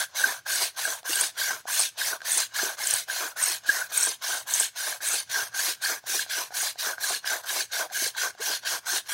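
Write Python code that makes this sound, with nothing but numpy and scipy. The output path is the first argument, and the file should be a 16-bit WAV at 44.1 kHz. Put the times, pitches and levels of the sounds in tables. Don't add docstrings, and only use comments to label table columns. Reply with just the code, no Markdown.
import sys
import numpy as np
from scipy import signal
from scipy.io import wavfile
from scipy.ndimage import uniform_filter1d

SR = 44100
rng = np.random.default_rng(int(sys.argv[2]) if len(sys.argv) > 2 else 0)


def materialize(psi):
    bounded = np.clip(np.atleast_2d(psi).T, -1, 1)
    quanta = np.round(bounded * 32767).astype(np.int16)
    wavfile.write(sys.argv[1], SR, quanta)


def boost_factor(decibels):
    exponent = np.asarray(decibels, float) / 20
    return 10 ** exponent


N = 402633

# frequency in Hz, level in dB per Hz.
AIR_SPECTRUM = [(30, -22), (58, -9.5), (115, 3.5), (200, -9), (500, -10.5), (2500, -8.5), (7000, -11),
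                (15800, -62)]
SPINDLE_TOP_HZ = 1950


def evened(x):
    return x / np.sqrt(np.mean(x ** 2) + 1e-20)


def colour(points, lo_hz=1, hi_hz=30000, modes=()):
    hz = abs(np.fft.fftfreq(4096, 1 / SR)) + 1
    point_hz, point_db = np.transpose(points)
    db = np.interp(np.log(hz), np.log(point_hz), point_db)
    for mode_hz, width_hz, peak_db in modes:
        db = db + peak_db / (1 + (2 * (hz - mode_hz) / width_hz) ** 2)
    gain = boost_factor(db) / np.sqrt((1 + (lo_hz / hz) ** 24) * (1 + (hz / hi_hz) ** 24))
    log_gain = np.log(gain + 1e-7)
    spectrum = np.exp(log_gain - 1j * signal.hilbert(log_gain).imag)
    return np.fft.ifft(spectrum).real[:2048] * np.hanning(4096)[2048:]


def through(x, taps):
    return evened(signal.oaconvolve(x, taps)[:N])


def resonate(x, hz, width_hz):
    turn = np.exp(2j * np.pi * np.cumsum(hz * np.ones(len(x))) / SR)
    r = np.exp(-np.pi * width_hz / SR)
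    return 2 * (turn * signal.lfilter([1 - r], [1, -r], x / turn)).real


def add(mix, start_s, sound):
    at = round(start_s * SR)
    part = mix[max(at, 0):][:len(sound) + min(at, 0)]
    part += sound[max(-at, 0):][:len(part)]


def patches(shape, bins, frames):
    across_bins = uniform_filter1d(rng.standard_normal(shape), bins, 0)
    return evened(uniform_filter1d(across_bins, frames, 1))


def flicker(ms, depth_db):
    catches = rng.exponential(1, N) * (rng.random(N) < 1500 / ms / SR)
    eased = signal.lfilter([1], [1, -np.exp(-1000 / ms / SR)], uniform_filter1d(catches, 40))
    return evened(boost_factor(np.minimum(depth_db * evened(eased - eased.mean()), 1.2 * depth_db)))


def strokes():
    # frequency in Hz, level in dB per Hz.
    wood_spectrum = [(88, -60), (150, -38), (205, -40.5), (361, -20), (512, -10.5), (686, -9.5), (1230, -5),
                     (1550, 15), (1960, -11), (3200, -8.5), (4120, -8.5), (6450, -15.5), (7110, -16),
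                     (9900, -12), (15800, -17.5)]
    # frequency in Hz, width in Hz, peak in dB.
    body_modes = [(655, 270, 11.5), (1020, 245, 9), (2160, 74, 3), (4150, 120, 2.5), (6300, 1460, 10.5)]
    thud_top_hz, board_top_hz, grind_top_hz = 430, 1280, 7200

    grind_db, dust_db, ring_db, board_db, thud_db = hands()
    force = mottled(grit() * flicker(4, depth_db=0.47), patchy_db=2.4)

    grind = through(force, colour(wood_spectrum, SPINDLE_TOP_HZ, grind_top_hz, body_modes))
    grind = swept(grind, palms(grind_db))
    dust = through(force, colour(wood_spectrum, grind_top_hz))

    board_force = force * flicker(12, depth_db=2.5)
    board = through(board_force, colour(wood_spectrum, thud_top_hz, board_top_hz, body_modes))

    push = force * flicker(17, depth_db=2.7)
    thud = through(push, colour(wood_spectrum, 102, thud_top_hz))
    thud += 0.038 * through(push, colour(AIR_SPECTRUM, hi_hz=198))
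    thud *= boost_factor(thud_db + 6.5)

    wander = patches((1, N), 1, 900)[0]
    spindle = through(force, colour(wood_spectrum, board_top_hz, SPINDLE_TOP_HZ))
    mode = resonate(force * flicker(9, depth_db=2.5), 1610 * (1 + 0.05 * wander), 75)
    ring = evened(0.7 * spindle + evened(mode))

    squeal = resonate(force * flicker(4, depth_db=2.5), 8500 * (1 + 0.04 * wander), 1800)
    squeal = evened(resonate(squeal, 8640, 2700))
    plain_db = np.minimum(dust_db, grind_db - 0.5)
    squeal_gain = np.sqrt(boost_factor(2 * dust_db) - boost_factor(2 * plain_db))

    wood = boost_factor(grind_db) * (grind + boost_factor(ring_db) * ring + boost_factor(board_db) * board) + thud
    return wood + boost_factor(plain_db) * dust + squeal_gain * squeal


def grit(per_s=5000, spread_db=7.5, share=0.39):
    sizes = boost_factor(spread_db * np.minimum(rng.exponential(1, N), 3.2))
    snaps = sizes * (rng.random(N) < per_s / SR)
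    return rng.standard_normal(N) + share * evened(snaps * rng.choice([-1, 1], N))


def mottled(x, patchy_db):
    z = signal.stft(x, nperseg=256)[2]
    field = 0.6 * patches(z.shape, 2, 5)
    field += 0.55 * patches(z.shape, 20, 2)
    field += 0.75 * patches(z.shape, 2, 30)
    return evened(signal.istft(z * boost_factor(patchy_db * field), nperseg=256)[1][:N])


def palms(grind_db):
    turns = signal.find_peaks(-grind_db, prominence=12)[0]
    return 1 - abs(np.interp(np.arange(N), turns, np.arange(len(turns))) % 2 - 1)


def swept(grind, place):
    from_hz, span_hz, width_hz = 2930, 5500, 1900
    start_db, grows_db_per_s, best_place, fall_db = -5.0, 0.6, 0.27, 45.0
    sweep_db = start_db + grows_db_per_s * np.arange(N) / SR - fall_db * (place - best_place) ** 2
    return evened(grind + boost_factor(sweep_db) * resonate(grind, from_hz + span_hz * place, width_hz))


def hands():
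    # start in seconds, length in seconds, grinding in dB,
    # fine dust in dB above it, spindle ring in dB above it.
    away = [(-0.149, 0.21, -28.5, 0, 3.5), (0.455, 0.25, -30, 0.5, -5.5), (1.043, 0.26, -30.5, 1, -6.5),
            (1.665, 0.23, -29.5, 0.5, -10), (2.239, 0.23, -30, 3, -9.5), (2.77, 0.27, -31, 0.5, -7.5),
            (3.358, 0.23, -31.5, 0.5, -4.5), (3.911, 0.25, -31.5, 1, -10.5), (4.462, 0.23, -31, 1.5, -10),
            (5.005, 0.23, -31.5, 1.5, -8), (5.533, 0.22, -30.5, -0.5, -5), (6.056, 0.2, -31.5, 0, -9.5),
            (6.531, 0.2, -31.5, 0, -6.5), (6.995, 0.2, -32, 1, -3.5), (7.448, 0.21, -32.5, 0.5, -8.5),
            (7.913, 0.2, -31.5, 0, -7.5), (8.397, 0.2, -32.5, -1, -3.5), (8.851, 0.16, -31, 0, -5.5)]
    back = [(0.143, 0.25, -32, -0.5, -1), (0.757, 0.24, -33, 0.0, -5), (1.363, 0.25, -33.5, -1, -1.5),
            (1.967, 0.2, -31, -0.5, -3.5), (2.531, 0.22, -32, -1, -0.5), (3.07, 0.25, -34, -0.5, -2),
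            (3.651, 0.22, -33, -1.5, 2.5), (4.209, 0.22, -33.5, 0.5, -3), (4.748, 0.23, -33.5, -0.5, -5),
            (5.286, 0.2, -33, -0.5, -1), (5.809, 0.18, -32.5, -0.5, 1.5), (6.286, 0.2, -33, -2, -4.5),
            (6.777, 0.18, -33, -1, 0), (7.243, 0.17, -33.5, -1.5, 0), (7.71, 0.16, -32.5, -1.5, -0.5),
            (8.159, 0.15, -32.0, -2, -1), (8.641, 0.15, -31.5, -1.5, -1), (9.078, 0.14, -35.5, 3, 0.5)]
    # time in seconds, board in dB above grinding, thud in dB,
    # lean in dB from start to end, creep in dB before the start.
    away_weight = [(0.0, -6.5, -69, 4.5, -25), (0.619, -8, -57.5, 4, -49), (1.216, -6, -54, 7.5, -38),
                   (1.799, -10, -57.5, 7, -31), (2.397, -9, -58, 6.5, -21), (2.934, -8, -57, 8, -38),
                   (3.485, -7.5, -56.5, 4, -42), (4.074, -7, -50.5, 0.5, -14), (4.609, -9, -57.5, 5.5, -40),
                   (5.142, -7.5, -53.5, 5, -38), (5.685, -8.5, -54.5, 6, -21),
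                   (6.153, -11, -50.5, 4.5, -24), (6.633, -6.5, -55, 2, -16.5), (7.107, -7, -52, 6.5, -18),
                   (7.567, -7, -51.5, 8.5, -13.5), (8.027, -9, -53, 5.5, -21),
                   (8.501, -6.5, -56.5, 2.5, -18), (8.937, -6, -49, 9.5, -23)]
    back_weight = [(0.258, -5, -52, -8.5, -27), (0.88, -5.5, -59, -3.5, -25), (1.509, -5, -54, -10, -20),
                   (2.134, -3, -50.5, 1.5, -28), (2.633, -6.5, -52, -2, -21.5), (3.224, -4, -55.5, 1, -35),
                   (3.74, -4.5, -58, -3, -18), (4.306, -6, -57.5, 0.5, -27), (4.872, -6, -59.5, 0, -26),
                   (5.377, -6.5, -52.5, -0.5, -24), (5.912, -6.5, -51, -4.5, -34),
                   (6.383, -6.5, -57, -6.5, -18), (6.878, -3, -53.5, -5, -30), (7.322, -4, -55.5, -3, -21),
                   (7.81, -4, -52.5, -1.5, -23), (8.241, -4, -52.5, -1.5, -18), (8.734, -5, -55, 3.5, -17),
                   (9.129, -5, -60, -4, -12.5)]
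    # share of the stroke, level in dB against full spin.
    away_spin = [(-.06, -72), (0, -18.5), (.06, -4), (.18, 0.5), (.3, 1), (.72, -1.5), (.85, -5.5),
                 (1, -19.5), (1.12, -51)]
    back_spin = [(-.06, -33), (0, -24), (0.062, -7), (.16, -1.5), (.25, -1), (.6, 0), (.75, -2.5),
                 (1, -13.5), (1.119, -38)]
    # rise in seconds, release in seconds, board, thud and ring added in dB.
    away_press = (0.011, 0.027, 6.04, 12.5, 0.7)
    back_press = (0.025, 0.1, 6.6, 17.4, 1.3)
    # ring early, ring late, board early,
    # board late, all in dB per dB.
    away_slow = (0.73, -0.34, 1, 0.17)
    back_slow = (0.26, -0.28, 0.69, 0.42)
    away_ring_lean_db, back_ring_lean_db = 0, 2.5

    t, out = np.arange(N) / SR, np.full((5, N), -90.)
    ways = [(away, away_weight, away_spin, away_press, away_slow, away_ring_lean_db),
            (back, back_weight, back_spin, back_press, back_slow, back_ring_lean_db)]
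    for rows, weights, *rules in ways:
        for row, weight_row in zip(rows, weights):
            first = max(round((row[0] - 0.05) * SR), 0)
            span = slice(first, round((row[0] + row[1] + 0.05) * SR))
            levels = stroke(t[span], row, weight_row, *rules)
            out[:, span] = np.where(levels[0] > out[0, span], levels, out[:, span])
    grind_db, dust_db, ring_db, board_db, thud_db = out
    uneven = patches((3, N), 1, 1500) * [[0.5], [0.5], [0.6]]
    uneven_grind_db = grind_db + uneven[0]
    return uneven_grind_db, uneven_grind_db + dust_db, ring_db + uneven[1], board_db + uneven[2], thud_db


def stroke(t, row, weight_row, shape, press, keeps, ring_lean_db):
    start, length, grind_db, dust_db, ring_db = row
    weight_s, board_db, thud_db, lean_db, creep_db = weight_row
    rise_s, release_s, board_press_db, thud_press_db, ring_press_db = press
    ring_early, ring_late, board_early, board_late = keeps
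    creep_s, slowest_db = 0.022, -10.5
    dust_early, dust_late = 0.54, 0.0078
    plain_dust_db, squeal_at, squeal_width = 1, 0.54, 0.16

    u = (t - start) / length
    spin = np.interp(u, *np.transpose(shape)) + lean_db * (np.clip(u, 0, 1) - 0.5)
    creep = creep_db + 2.5 - 12 * ((start - t) / creep_s) ** 2
    spin = np.where(u < 0, np.maximum(spin, creep), spin)
    slow, early = np.minimum(spin, 0), u < 0.5
    short = -np.maximum(slow, slowest_db)
    light = 1 - np.exp(-((t - weight_s) / np.where(t < weight_s, rise_s, release_s)) ** 2)
    squeal = max(dust_db - plain_dust_db, 0) * np.exp(-((u - squeal_at) / squeal_width) ** 4)

    dust = min(dust_db, plain_dust_db) + squeal + np.where(early, dust_early, dust_late) * slow
    ring = ring_db + np.where(early, ring_early, ring_late) * short - ring_press_db * light
    ring = ring + ring_lean_db * (u - 0.5)
    board = board_db + np.where(early, board_early, board_late) * short - board_press_db * light
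    thud = thud_db + slow - thud_press_db * light
    return [grind_db + spin, dust, ring, board, thud]


def bursts(rows, glide, rough, wobble):
    out = np.zeros(N)
    noises = rng.standard_normal((len(rows), 2, 4000))
    for (centre_s, db, hz, ms), (noise, waver) in zip(rows, noises):
        u = np.arange(-ms * 1.2, ms * 1.5, 1000 / SR)[:4000] / ms
        swell = np.exp(-4 * np.log(2) * (u * np.where(u < 0, 1.15, 0.9)) ** 2)
        swell *= 1 + rough * evened(uniform_filter1d(noise, round(2 * SR / hz)))[:len(u)]
        cycles_6 = round(6 * SR / hz)
        waver = uniform_filter1d(uniform_filter1d(waver, cycles_6), cycles_6)
        waver = wobble * evened(waver)[:len(u)]
        phase = 2 * np.pi * np.cumsum(hz * (1 - glide * u + waver)) / SR
        add(out, centre_s + u[0] * ms / 1000, boost_factor(db) * swell * np.sin(phase))
    return out


def spindle_chirps():
    # centre in seconds, peak in dB, pitch in Hz, length in ms.
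    chirps = [(0.0015, -24, 1590.0, 0.17), (0.1996, -18, 1560, 6), (0.2432, -9, 1580, 7.4),
              (0.4758, -35, 1600, 5.2), (0.505, -26, 1559, 5), (0.855, -17, 1609, 6.8),
              (0.8768, -28, 1594, 6.8), (1.1724, -23.5, 1600, 11.1), (1.237, -24.0, 1690, 4.7),
              (1.4178, -19.5, 1583, 6.4), (1.7032, -34, 1590, 8.8), (2.0176, -22.5, 1634, 3.6),
              (2.1327, -21.5, 1514, 5.4), (2.5627, -26.0, 1683, 8.1), (2.5971, -25, 1660, 7.0),
              (2.6935, -26, 1574, 3.8), (3.1012, -23.5, 1594, 8.7), (3.2769, -31, 1490.0, 5.1),
              (3.6958, -10, 1630.0, 9.9), (3.8223, -21, 1503, 6.7), (3.9796, -30, 1610, 6.6),
              (4.0718, -28, 1580, 4.3), (4.6096, -27, 1610, 4.4), (4.6349, -30, 1630, 4),
              (4.8715, -25, 1614, 4.5), (4.9269, -27, 1610.0, 6.0), (5.3606, -17.5, 1577, 7.6),
              (5.347, -25, 1600, 8), (5.378, -25, 1580, 8), (5.5965, -28, 1696, 13.5),
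              (6.1, -32, 1663, 7.5), (6.1955, -18.5, 1605, 4.4), (6.3118, -28.0, 1665, 6.7),
              (6.6723, -29, 1710, 5.5), (6.9348, -26.5, 1500, 6.2), (7.0436, -23.5, 1627, 8.6),
              (7.143, -29.5, 1633, 9.9), (7.334, -26, 1610, 5.8), (7.4993, -26.0, 1694, 11.5),
              (7.6071, -23, 1730, 3.6), (7.8102, -28, 1514, 6.9), (7.9603, -25.5, 1668, 14.0),
              (8.0626, -25, 1680, 4.8), (8.218, -23, 1510, 10.5), (8.261, -24.5, 1530.0, 6.6),
              (8.425, -29, 1625, 7), (8.52, -29, 1556, 6), (8.8702, -26.5, 1556, 6.3),
              (8.9229, -26.5, 1740, 8)]
    return bursts(chirps, glide=0.0039, rough=0.075, wobble=0.017)


def tip_squeaks():
    # centre in seconds, peak in dB, pitch in Hz, length in ms.
    squeaks = [(0.0047, -24, 9020, 0.98), (0.5582, -21.5, 8550, 5.1), (0.6216, -22.5, 8900, 2.7),
               (0.6387, -18, 9600, 1.2), (1.1579, -21, 8590, 7.2), (1.2118, -10, 8880, 2),
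               (1.217, -18, 9000, 3.3), (1.2323, -21.5, 8800, 1.8), (1.2397, -26, 8500, 1.3),
               (1.7419, -26, 8200, 5.5), (1.7959, -16, 8680, 5.6), (1.803, -14, 8570, 3.3),
               (1.7525, -23, 9300, 2.8), (1.776, -23, 8800, 2), (1.811, -20, 8570, 3),
               (1.816, -19, 8450, 2.4), (1.8229, -19.0, 8500, 3.2), (2.3198, -14, 8070, 2.9),
               (2.333, -23, 8400, 4), (2.3755, -16, 8680, 4.5), (2.3809, -19.5, 8390, 3.5),
               (2.8725, -16, 8200, 3.5), (2.91, -13, 8790, 2.6), (2.9324, -23, 8640, 2.5),
               (2.939, -12.5, 8660, 3.2), (2.9619, -20, 8550, 1.6), (3.4287, -16, 8290, 3.8),
               (3.4395, -16.5, 8260, 5.4), (3.4607, -17.5, 8870, 2.9), (3.4851, -19.5, 8800, 4.5),
               (3.9775, -12.5, 8580, 4.5), (4.0097, -17, 8700, 2.8), (4.0275, -17.0, 8040, 0.83),
               (4.0339, -12, 8070, 1.9), (4.0399, -14.5, 8870, 2.1), (4.0509, -17, 8170, 2.9),
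               (4.0619, -17, 8500, 2.1), (4.5374, -24, 7530, 1.24), (4.5427, -22, 7550, 5.2),
               (4.5528, -22, 9200, 2.4), (4.58, -21, 8400, 1.5), (4.601, -14.5, 8080, 6.2),
               (4.6092, -20.0, 9450, 1.5), (4.6234, -20, 8260, 3), (5.077, -21, 8430, 4.8),
               (5.087, -18.5, 9200, 4.2), (5.1324, -18, 8300, 1.5), (5.1424, -21.5, 9430, 3.7),
               (5.202, -23, 9560, 2.8), (5.5929, -25, 8260, 2.7), (6.1499, -23, 8720, 4.5),
               (6.6193, -25, 8540, 5.7), (7.0958, -30, 8750, 8), (8.0769, -23.5, 8990, 3),
               (8.9747, -23.0, 9500, 2.6)]
    return bursts(squeaks, glide=0.002, rough=0.35, wobble=0.045)


def fibre_tears():
    # centre in seconds, peak in dB, pitch in Hz, length in ms.
    tears = [(0.6334, -29, 4240, 5.6), (1.133, -26, 2690, 7), (4.562, -21, 6500, 3), (4.547, -18, 6450, 3),
             (1.1359, -25, 4570, 7.7), (1.8135, -23, 4960, 4.0), (2.3988, -28, 4930.0, 6.9),
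             (2.8384, -29, 5360, 9.7), (2.9108, -28, 5870.0, 14), (3.4363, -29, 5800, 5.6),
             (3.5323, -36, 4940, 3.7), (4.0299, -17, 6030.0, 2.4), (4.092, -22, 6070, 3.3),
             (4.2467, -30, 5360.0, 9.1), (4.5388, -12, 6380.0, 2.8), (5.1887, -27, 4680, 4.9),
             (5.6576, -34, 4510, 2.7), (5.6998, -29, 4990, 8.1), (5.8508, -21.5, 4530, 6),
             (6.6737, -30, 4870, 6.6), (6.8106, -31, 4750, 3.3), (7.1492, -23, 4340, 3.6),
             (7.2766, -21, 5030, 2.7), (7.4939, -27.5, 3920, 4.5), (7.6108, -27.5, 4560.0, 7.8),
             (8.0637, -28, 5130.0, 9.3), (8.4853, -30, 5610.0, 7.4)]
    return bursts(tears, glide=0.002, rough=0.35, wobble=0.045)


def ticks():
    # start in seconds, peak in dB, share of board against spindle 0-1, crack in dB above the peak.
    rocks = [(1.031, -38, 1, 1), (1.6545, -29, 1, -22), (0.463, -42, 0.7, -11), (4.4555, -41, 0.6, -10),
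             (0.14, -45, 0.7, -12), (2.205, -33, 0, -8), (2.2175, -25, 0.2, -5), (3.5, -40, 0.5, 0),
             (3.372, -26, 0, -10), (6.04, -37, 0.95, -12), (6.263, -30, 0.44, -10), (6.506, -30, 0.65, -13),
             (6.757, -34, 0.78, -10), (6.981, -22, 0.28, -18), (7.244, -21, 0.23, -22), (8, -31, 0.3, -14),
             (7.9, -32, 0.1, -14), (8.149, -28, 0, -14), (5.005, -29, 0.2, -14), (3.085, -24, 0.3, -14),
             (8.35, -36, 0.63, -7)]
    out, t = np.zeros(N), np.arange(1300) / SR
    spindle = boost_factor(-60 * t / 0.025) * np.sin(2 * np.pi * 1580 * t)
    board = boost_factor(-60 * t / 0.026) * np.sin(2 * np.pi * 720 * t)
    onset = np.minimum(t / 0.00063, 1)
    for (start_s, db, share, crack_db), noise in zip(rocks, rng.standard_normal((len(rocks), len(t)))):
        snap = noise * boost_factor(-60 * t / 0.008)
        crack = 2 * resonate(snap, 3900, 1400) + 0.03 * np.diff(snap, prepend=0)
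        ring = ((1 - share) * spindle + share * board) * onset
        add(out, start_s, boost_factor(db) * (ring + boost_factor(crack_db) * crack))
    return out


def board_knocks():
    # centre in seconds, peak in dB, pitch in Hz, length in ms.
    knocks = [(1.5069, -35.5, 780, 13.3), (1.798, -37.5, 835, 14.0), (2.135, -37, 748, 7.2),
              (2.6317, -26, 665, 7.4), (2.8041, -38, 847, 11), (2.9342, -33, 775, 6.3),
              (3.4178, -33, 1020.0, 8.1), (3.6924, -39, 520.0, 5.7), (4.0735, -31, 683, 6.5),
              (4.6095, -29, 777, 5.5), (5.3763, -35, 780.0, 8.4), (5.5648, -42, 867, 7.3),
              (6.1432, -34, 760, 10.7), (6.5248, -37, 830, 5.2), (6.6325, -31, 795, 6.1),
              (7.108, -29, 720.0, 6.0), (7.3185, -35, 850, 12), (7.5657, -33, 680, 7.1),
              (7.8635, -39, 820, 11), (7.9136, -37, 720, 7), (8.0274, -38, 664, 12.7),
              (8.0665, -36.5, 540, 5), (8.1646, -37, 926, 8.4), (8.4095, -41, 572, 12),
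              (8.9345, -34, 783, 8), (8.9666, -36, 855, 6.4), (9.0935, -35.5, 836, 5.4)]
    return bursts(knocks, glide=0.04, rough=0.35, wobble=0.06)


def deep_knocks():
    # centre in seconds, peak in dB, pitch in Hz, length in ms.
    knocks = [
        (1.102, -37, 305, 13),
        (1.1, -40, 500, 12),
        (2.634, -30, 372, 6.8),
        (3.692, -43, 303, 10.6),
        (4.0738, -34, 443, 4.97),
        (8.0253, -36, 360, 8.5),
        (8.407, -34, 433, 13.8),
        (2.366, -44, 357, 10.7),
    ]
    return bursts(knocks, glide=-0.15, rough=0.25, wobble=0.04)


def ground_thumps():
    # centre in seconds, peak in dB, pitch in Hz, length in ms.
    thumps = [(0.2925, -56, 120, 22), (1.5438, -62, 120, 22), (1.8119, -62.5, 110, 22),
              (2.0684, -59, 108, 16), (2.6351, -55, 150, 20), (2.9407, -53, 110, 24),
              (5.4296, -61, 130, 22), (5.6791, -60, 151, 22), (6.8787, -62, 140, 22.1),
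              (7.1084, -66, 119, 22), (8.0552, -54, 120, 22), (8.5233, -61, 120, 22),
              (8.7396, -58, 121.3, 25)]
    return bursts(thumps, glide=0.04, rough=0.35, wobble=0.06)


def scattered(drill):
    t60_s, level_db = 0.26, -17.5
    tail = rng.standard_normal(5000) * boost_factor(-60 * np.arange(5000) / SR / t60_s)
    return boost_factor(level_db) * signal.oaconvolve(drill, tail / np.linalg.norm(tail))[:N]


def air():
    murmur = through(rng.standard_normal(N), colour(AIR_SPECTRUM))
    return boost_factor(-63) * murmur * flicker(70, depth_db=2.5)


def scene():
    drill = strokes() + spindle_chirps() + tip_squeaks() + fibre_tears()
    drill += ticks() + board_knocks() + deep_knocks() + ground_thumps()
    return (drill + scattered(drill) + air())[None]


def low_pass(x):
    return signal.sosfilt(signal.butter(12, 16160, fs=SR, output="sos"), x)


def record(dry):
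    # frequency in Hz, proneness.
    starved = [(7250, 1.4), (8900, .7), (10800, 1.6), (13200, 1.7), (14800, 2.9)]
    edge_hz = 15830
    hz, _, z = signal.stft(dry[0], SR, nperseg=1024)
    power = abs(z) ** 2 + 1e-18
    contrast = power / uniform_filter1d(power, 24, 0)
    z = z * contrast ** (0.15 * (hz > SPINDLE_TOP_HZ))[:, None]

    fading = -np.gradient(np.log10(power.sum(0)))
    prone = sum(p * np.exp(-((hz - f) / 400) ** 2) for f, p in starved) + hz / 15000
    chance = np.repeat(patches((65, z.shape[1]), 1, 5), 8, 0)[:len(hz)]
    dropped = chance + prone[:, None] * (1 + np.clip(1.5 * fading, -0.5, 0.5)) > 3.1

    ends = (hz < edge_hz) * np.minimum(hz / 60, 1)
    z = z * np.where(dropped, boost_factor(-35), 1) * ends[:, None]
    kept = signal.istft(z, SR, nperseg=1024)[1][:N]
    kept = signal.sosfilt(signal.butter(2, 45, "high", fs=SR, output="sos"), kept)
    return low_pass(kept[None])


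dry = scene()
out = record(dry)
materialize(out)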